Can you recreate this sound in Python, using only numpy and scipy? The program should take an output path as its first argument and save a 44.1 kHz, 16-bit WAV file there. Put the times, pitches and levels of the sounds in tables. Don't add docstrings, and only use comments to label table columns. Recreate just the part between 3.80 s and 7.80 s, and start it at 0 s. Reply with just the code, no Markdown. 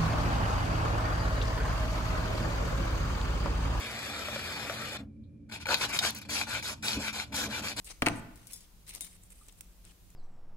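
import sys
import numpy as np
from scipy import signal
from scipy.fft import rfft, irfft, next_fast_len
from scipy.io import wavfile
from scipy.ndimage import uniform_filter1d, map_coordinates

SR = 44100
rng = np.random.default_rng(int(sys.argv[2]) if len(sys.argv) > 2 else 0)


def rack_gain(trim_db):
    fader = np.asarray(trim_db, float)
    return 10 ** (fader / 20)


def inscribe(sig):
    pcm = np.round(np.clip(np.atleast_2d(sig).T, -1, 1) * 32767)
    wavfile.write(sys.argv[1], SR, pcm.astype(np.int16))


N = 176400

# f/Hz, width/Hz, level/dB
CASING = [(600, 77, -13), (879, 81.5, 1.5), (1487, 115, -3), (2400, 150, 4), (3620, 282, -11),
          (4226, 210, -6.5)]


def unit(x):
    return x / np.sqrt(np.mean(x ** 2) + 1e-20)


def along(points, hz):
    f, v = np.transpose(points)
    return np.interp(np.log(hz + 1), np.log(f + 1), v)


def filtered(x, response):
    m = next_fast_len(N + SR // 2)
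    return irfft(rfft(x, m) * response(np.fft.rfftfreq(m, 1 / SR)), m)[..., :N]


def coloured(x, points):
    return unit(filtered(x, lambda f: rack_gain(along(points, f))))


def resonances(peaks):
    def response(f):
        return sum((-1) ** k * rack_gain(db) * 1j * f * w / (c * c - f * f + 1j * f * w)
                   for k, (c, w, db) in enumerate(peaks))
    return response


def wobble(rate):
    knots = rng.standard_normal(int(N * rate / SR) + 4)
    return map_coordinates(knots, [np.arange(N) * rate / SR])


def swelling(t, s, length, db):
    return rack_gain(db) * np.exp(-(2 * (t - s) / length) ** 2)


def grit(spread_db, flutter_db, patchy_db):
    z = signal.stft(rng.standard_normal(N), nperseg=256)[2]
    field = uniform_filter1d(rng.standard_normal(z.shape), size=3, axis=0)
    field = unit(uniform_filter1d(field, size=14, axis=1))
    noise = signal.istft(z * rack_gain(patchy_db * field), nperseg=256)[1][:N]
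    flutter = wobble(60) + wobble(200)
    return noise * rack_gain(spread_db * wobble(900) + flutter_db * flutter)


def strokes(rows, power, coast_db):
    coast_t60 = 0.33
    t, gains = np.arange(N) / SR, np.zeros((2, N))
    for start, end, db, peak, rub_db in rows:
        span = slice(max(0, round(start * SR)), round(end * SR))
        top = start + np.clip(peak, .1, .9) * (end - start)
        phase = np.interp(t[span], [start, top, end], [0, .5, 1])
        arch = np.abs(np.sin(np.pi * phase)) ** power
        gains[:, span] += arch * rack_gain([[db - rub_db / 2], [db + rub_db / 2]])
    keep = rack_gain(-60 / (coast_t60 * SR))
    return np.hypot(gains, rack_gain(coast_db) * signal.lfilter([1 - keep], [1, -keep], gains))


def clicks(rows, body, ring_db, t60, crack_db, crack_t60, case_db):
    out, blows, t = np.zeros(N + SR), np.zeros(N + SR), np.arange(SR // 20) / SR
    for s, db, hz in rows:
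        onset = 1 - np.exp(-t / 0.00089)
        burst = rng.standard_normal((2, len(t))) * onset * rack_gain(-60 * t / crack_t60)
        burst /= np.abs(burst).max(axis=1, keepdims=True)
        burst[1, 20] = np.linalg.norm(burst[1])
        span = slice(round(s * SR), round(s * SR) + len(t))
        out[span] += rack_gain(db + ring_db - 60 * t / t60) * np.sin(2 * np.pi * hz * t)
        out[span] += rack_gain(db + crack_db) * burst[0]
        blows[span] += rack_gain(db + case_db) * burst[1]
    direct = filtered(out[:N], lambda f: 1 / (1 + 1j * f / 5000) ** 2 * (1j * f / (1300 + 1j * f)) ** 2)
    return direct + filtered(blows[:N], resonances(body))


def hum():
    # f/Hz, width/Hz, level/dB
    modes = [(60, 25, -2), (85.9, 14, 2), (117.7, 22.3, 2), (165, 14, -3.5), (217.3, 24.8, 1),
             (287, 23.2, 0.5), (552, 85, -25), (2370, 200, -39.5)]
    # f/Hz, level/dB
    hiss_colour = [(30, -9), (380, 26), (700, 1), (2000, -5.5), (8300, -14.5), (9400, -29.5), (10500, -7),
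                   (13500, -35.5)]

    def murmur(f):
        return sum(rack_gain(db) / (1 + (2 * (f - c) / w) ** 2) ** 1.15 for c, w, db in modes)
    common, apart = unit(filtered(rng.standard_normal((2, N)), murmur))
    pair = common * rack_gain([[-.5], [.5]]) + rack_gain(-14.5) * apart * [[1], [-1]]
    return rack_gain(-48.5) * pair + rack_gain(-67) * coloured(rng.standard_normal((2, N)), hiss_colour)


def fan():
    t = np.arange(N) / SR
    return rack_gain(-57 + 1.9 * wobble(5)) * np.sin(2 * np.pi * 219.3 * t + .8 * wobble(12))


def room(x):
    # f/Hz, t60/s
    decay = [(200, 0.75), (2000, 0.19), (10000, 0.052)]
    # f/Hz, level/dB
    wet = [(200, -23.5), (1000, -1.5), (2000, -8), (3300, 3.5), (5800, 1), (7000, -10), (15000, -11)]
    cavity_t60 = .075
    out, step = np.zeros((2, N + SR)), SR // 18
    noise = rng.standard_normal((N // step + 1, 2, SR // 4))
    hz, t, z = signal.stft(noise, SR, nperseg=128)
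    fall = rack_gain(-60 * t / cavity_t60) + rack_gain(-11.5 - 60 * t / along(decay, hz)[:, None])
    tails = signal.istft(z * fall, SR, nperseg=128)[1]
    for k, tail in zip(range(0, N, step), tails):
        y = signal.fftconvolve(x[None, k:k + step], tail / np.linalg.norm(tail[0]), axes=1)
        out[:, k:k + y.shape[1]] += y
    return filtered(out[:, :N], lambda f: rack_gain(along(wet, f)))


def thuds():
    # t/s, length/s, level/dB
    reversals = [(1.205, 0.078, -45.5), (2.49, 0.089, -50.5), (3.184, 0.071, -36.5), (3.556, 0.1, -43),
                 (3.672, 0.072, -37), (3.826, 0.057, -42), (3.982, 0.049, -46)]
    t = np.arange(N) / SR
    swell = sum(swelling(t, s, length, db) for s, length, db in reversals)
    body = [(69.6, 21, -2.0), (215, 23.0, 1.5), (285.8, 9, 4), (543, 187, -13.5)]  # f/Hz, width/Hz, level/dB
    return swell * unit(filtered(rng.standard_normal(N), resonances(body)))


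def settle():
    # t/s, decay length/s, level/dB, f/Hz, width/Hz
    rustle = (1.432, .022, -77, 3900, 700)
    s, length, db, hz, width_hz = rustle
    t = np.arange(N) / SR - s
    noise = unit(filtered(rng.standard_normal(N), lambda f: np.exp(-((f - hz) / width_hz) ** 2)))
    return rack_gain(db) * noise * (t > 0) * np.exp(-np.abs(t) / length)


def pings():
    # t/s, peak level/dB
    flicks = [(1.869, -33), (1.950, -33), (1.967, -37), (1.985, -27), (1.997, -27), (2.095, -31),
              (2.178, -26), (2.306, -24), (2.349, -28), (2.357, -44), (2.375, -35), (2.387, -31),
              (2.418, -37), (3.045, -45), (3.33, -41), (3.535, -48)]
    # f/Hz, level/dB
    colour = [(1500, -30), (4000, -12), (7000, -9), (11000, -0.5), (16000, -7.5)]
    out, t = np.zeros(N), np.arange(SR // 50) / SR
    for s, db in flicks:
        out[round(s * SR):][:len(t)] += rack_gain(db - 60 * t / .012) * rng.standard_normal(len(t))
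    return filtered(out, lambda f: rack_gain(along(colour, f)))


def groans():
    # t/s, length/s, level/dB, f/Hz, width/Hz
    panels = [(1.906, .06, -40, 552, 60), (1.915, 0.067, -35.5, 1450, 90), (2.033, 0.056, -43.5, 860, 110),
              (2.036, 0.038, -36, 1480, 150), (2.136, 0.037, -48, 655, 70), (2.146, 0.055, -39.5, 1510, 80),
              (2.238, 0.053, -39.5, 795, 80), (2.235, .04, -38.5, 1480, 80), (2.28, 0.025, -42, 1600, 80),
              (2.731, .09, -43.5, 1480, 150), (2.77, 0.05, -48, 627, 60), (3.267, 0.068, -42, 1476, 120),
              (3.762, 0.1, -45, 1450, 120), (2.023, 0.02, -34, 2230, 250), (2.143, .05, -37, 2200, 298),
              (2.247, 0.055, -41, 1060, 200), (2.58, 0.098, -40, 2400, 200), (2.754, 0.053, -39, 2400, 300),
              (3.152, 0.11, -45, 2490, 150), (3.282, .05, -38.5, 2290, 250), (1.949, .02, -35, 564, 80),
              (3.854, 0.044, -43.5, 215, 30), (3.17, 0.064, -41, 285.5, 25.04),
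              (3.653, 0.066, -46, 254, 50)]
    t, noise = np.arange(N) / SR, grit(spread_db=4, flutter_db=0.5, patchy_db=-0.9)
    return sum(swelling(t, s, length, db) * unit(filtered(noise, resonances([(hz, width_hz, 0)])))
               for s, length, db, hz, width_hz in panels)


def tray_knocks():
    # t/s, peak level/dB, ring f/Hz
    blows = [(0.484, -22.5, 580), (0.56, -22.5, 535), (0.897, -17.5, 662), (1.022, -32, 1344)]
    # f/Hz, width/Hz, level/dB
    tray = [(586, 80, 5), (1260, 200, -2), (1810, 260, -1.5), (3370, 600, -10)]
    return clicks(blows, tray, ring_db=-3, t60=0.11, crack_db=-13, crack_t60=.02, case_db=10.0)


def gear_ticks():
    # t/s, peak level/dB, ring f/Hz
    jumps = [(1.697, -39, 1510), (1.715, -39, 2440), (1.856, -23.5, 2360), (1.868, -18.5, 1450),
             (1.888, -18.5, 1400), (1.912, -20, 1506), (2.347, -37, 2140), (2.385, -44, 1560),
             (2.416, -43, 2390), (2.451, -42, 2400), (2.494, -28.5, 2370), (2.613, -14, 2450),
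             (2.826, -28, 2290), (3.524, -36, 2350), (3.544, -24.5, 1530), (3.637, -23, 1610)]
    return clicks(jumps, CASING, ring_db=-4.0, t60=0.041, crack_db=-3, crack_t60=0.025, case_db=7)


def pawl_snaps():
    # t/s, peak level/dB, ring f/Hz
    releases = [(1.943, -8.5, 2494), (2.1895, -8.5, 3750), (2.236, -22, 2200), (2.249, -17.5, 2370),
                (3.083, -18, 4580), (3.118, -23, 4430), (3.131, -21.5, 4200), (3.399, -22.5, 2250),
                (3.884, -25.5, 4730)]
    # f/Hz, width/Hz, level/dB
    pawl = [(1400, 160, -51), (2450, 270, 2.5), (3750, 660, 0), (5100, 1200, -5.5)]
    return clicks(releases, pawl, ring_db=-0.5, t60=0.021, crack_db=2, crack_t60=0.0195, case_db=4.5)


def feed():
    # start t/s, end t/s, level/dB, place of peak/0-1, rub over grind/dB
    runs = [
        (-.05, 1.172, -38.5, 0, -1),
        (1.184, 1.215, -54.5, .3, -8),
    ]
    # f/Hz, width/Hz, level/dB
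    feed_casing = [(510, 264, 0.5), (1450, 440, -1), (2440, 106, 6.5), (3515, 200, -4), (4450, 280, -7.5),
                   (7790, 900, -10)]
    # f/Hz, level/dB
    rub_colour = [(300, -8.5), (1000, -9.5), (2300, -3.5), (2900, -13), (4500, -10), (6200, -16.5),
                  (11500, -16.5), (14500, -25)]
    # f/Hz, width/Hz, depth/0-1
    dips = [(1012, 81, 0.42), (2610, 60, 0.5), (4880, 100, 0.46)]
    grind, rub = strokes(runs, power=0.026, coast_db=-38)
    gears = unit(filtered(grit(spread_db=0.0, flutter_db=0.67, patchy_db=-0.3), resonances(feed_casing)))
    sheet = coloured(grit(spread_db=2.5, flutter_db=1.0, patchy_db=1.7), rub_colour)

    def open_path(f):
        return 1 - sum(np.clip(depth, 0, .9) * np.exp(-((f - c) / w) ** 2) for c, w, depth in dips)
    return filtered(rack_gain(-5 + 0.32 * wobble(16.1)) * grind * gears + rack_gain(-4.5) * rub * sheet, open_path)


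def jam():
    # start t/s, end t/s, level/dB, place of peak/0-1, rub over grind/dB
    lurches = [(1.688, 1.71, -54.5, .5, -14), (1.708, 1.795, -42, 0.24, -5.5),
               (1.795, 1.845, -45, 0.41, -1.5), (1.866, 1.96, -31, 0.73, -5.5),
               (1.95, 2.0, -39, 0.61, -1.5), (1.995, 2.072, -29, 0.46, -2), (2.075, 2.125, -39, 0.54, -3),
               (2.12, 2.19, -33, 0.33, 3), (2.185, 2.215, -42.5, .5, 4), (2.205, 2.315, -30, 0.45, 3),
               (2.345, 2.405, -43, 0.18, 3.5), (2.41, 2.44, -47.5, 0.22, 5), (2.447, 2.468, -54, .4, -3.4)]
    cycle = [(2.487, 2.648, -34.5, 0.42, 4), (2.668, 2.81, -36.5, 0.35, -3), (2.822, 2.945, -37.5, 0.35, 3),
             (3.024, 3.18, -34.5, 0.29, 3), (3.185, 3.312, -37, 0.56, -2), (3.325, 3.45, -37.5, 0.26, 0),
             (3.52, 3.55, -43.5, 0.37, -5), (3.54, 3.678, -34, 0.17, 4), (3.688, 3.812, -37, 0.74, -3.5),
             (3.82, 3.94, -37.5, 0.33, -0.5), (3.962, 4.06, -32.5, 0.78, 7)]
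    # f/Hz, level/dB
    grind_colour = [(200, -16), (450, -8.5), (2500, -13), (3500, -37), (6000, -47), (16000, -31)]
    # f/Hz, level/dB
    scrape_colour = [(500, -8.5), (2500, -7), (4300, -4.5), (6200, -4.5), (7000, -5), (9300, -4),
                     (12000, -12), (15500, -20)]
    lurching = strokes(lurches, power=1.12, coast_db=-13)
    cycling = strokes(cycle, power=0.49, coast_db=-15)
    grind, rub = lurching + cycling
    gears = unit(filtered(grit(spread_db=3.5, flutter_db=0.93, patchy_db=2.5),
                          lambda f: resonances(CASING)(f) + rack_gain(along(grind_colour, f))))
    sheet = coloured(grit(spread_db=1.0, flutter_db=0.7, patchy_db=2.0), scrape_colour)
    return rack_gain(-4.5) * grind * gears + rack_gain(-3.5) * rub * sheet


def ports(x):
    # f/Hz, phase/rad
    lag = [(0, 0), (1600, -.6), (3300, -3.1), (4800, -5.7), (7000, 0), (8950, 3.14), (11550, 6.28),
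           (15600, 12.5)]
    # f/Hz, level/dB
    left_db = [(60, -4), (180, 5.5), (550, -0.5), (1650, 5.5), (4970, 4), (15000, -2)]

    def pair(f):
        half = rack_gain(along(left_db, f) / 2) * np.exp(-.5j * np.interp(f, *np.transpose(lag)))
        return np.array([half, 1 / half])
    return filtered(x, pair)


def scene():
    drive = settle() + groans() + feed() + jam()
    teeth = pings() + tray_knocks() + gear_ticks() + pawl_snaps()
    return hum() + fan() + thuds() + room(drive + rack_gain(-8) * teeth) + ports(drive + teeth)


def attacks(x, count):
    energy = np.add.reduceat(filtered(x, lambda f: f > 5000) ** 2, np.arange(0, N, 128))
    before = np.roll(uniform_filter1d(energy, size=9), 5) + 1e-7
    at = np.flatnonzero(energy > before * rack_gain(2 * 8.5)) / 8
    return np.isin(np.arange(count), np.concatenate([np.floor(at), np.ceil(at)]))


def starved(x):
    # f/Hz, level/dB
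    masked_db = [(5000, -20), (7000, -9), (9000, -6), (11500, -4), (14000, -2)]
    # f/Hz, level/dB
    weak_db = [(11000, -35), (13000, -17), (15000, -10.5)]
    hz, _, z = signal.stft(np.array([x[0] + x[1], x[0] - x[1]]), SR, "cosine", nperseg=2048)
    band = np.arange(len(hz)) // 16
    power = np.add.reduceat(np.abs(z) ** 2, np.arange(0, len(hz), 16), axis=1)
    centre = hz[::16, None] + 170
    masked = power[::-1] * rack_gain(2 * along(masked_db, centre))
    weak = power[:, 3:].mean((0, 1)) * rack_gain(2 * along(weak_db, centre))
    audible = power > np.maximum(masked, weak) * rack_gain(5 * rng.standard_normal(power.shape))
    keep = audible | (centre < 5000) | attacks(x[0], count=power.shape[2])
    mid, side = signal.istft(z * keep[:, band], SR, "cosine", nperseg=2048)[1][:, :N]
    return np.array([mid + side, mid - side]) / 2


def band_limit(x):
    return signal.sosfilt(signal.butter(12, 17110, fs=SR, output="sos"), x)


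def record(dry):
    top_hz = 15830
    mix = filtered(dry, lambda f: np.clip((top_hz - f) / 150, 0, 1) / (1 + (42 / (f + 1)) ** 4))
    return band_limit(starved(mix))


dry = scene()
out = record(dry)
inscribe(out)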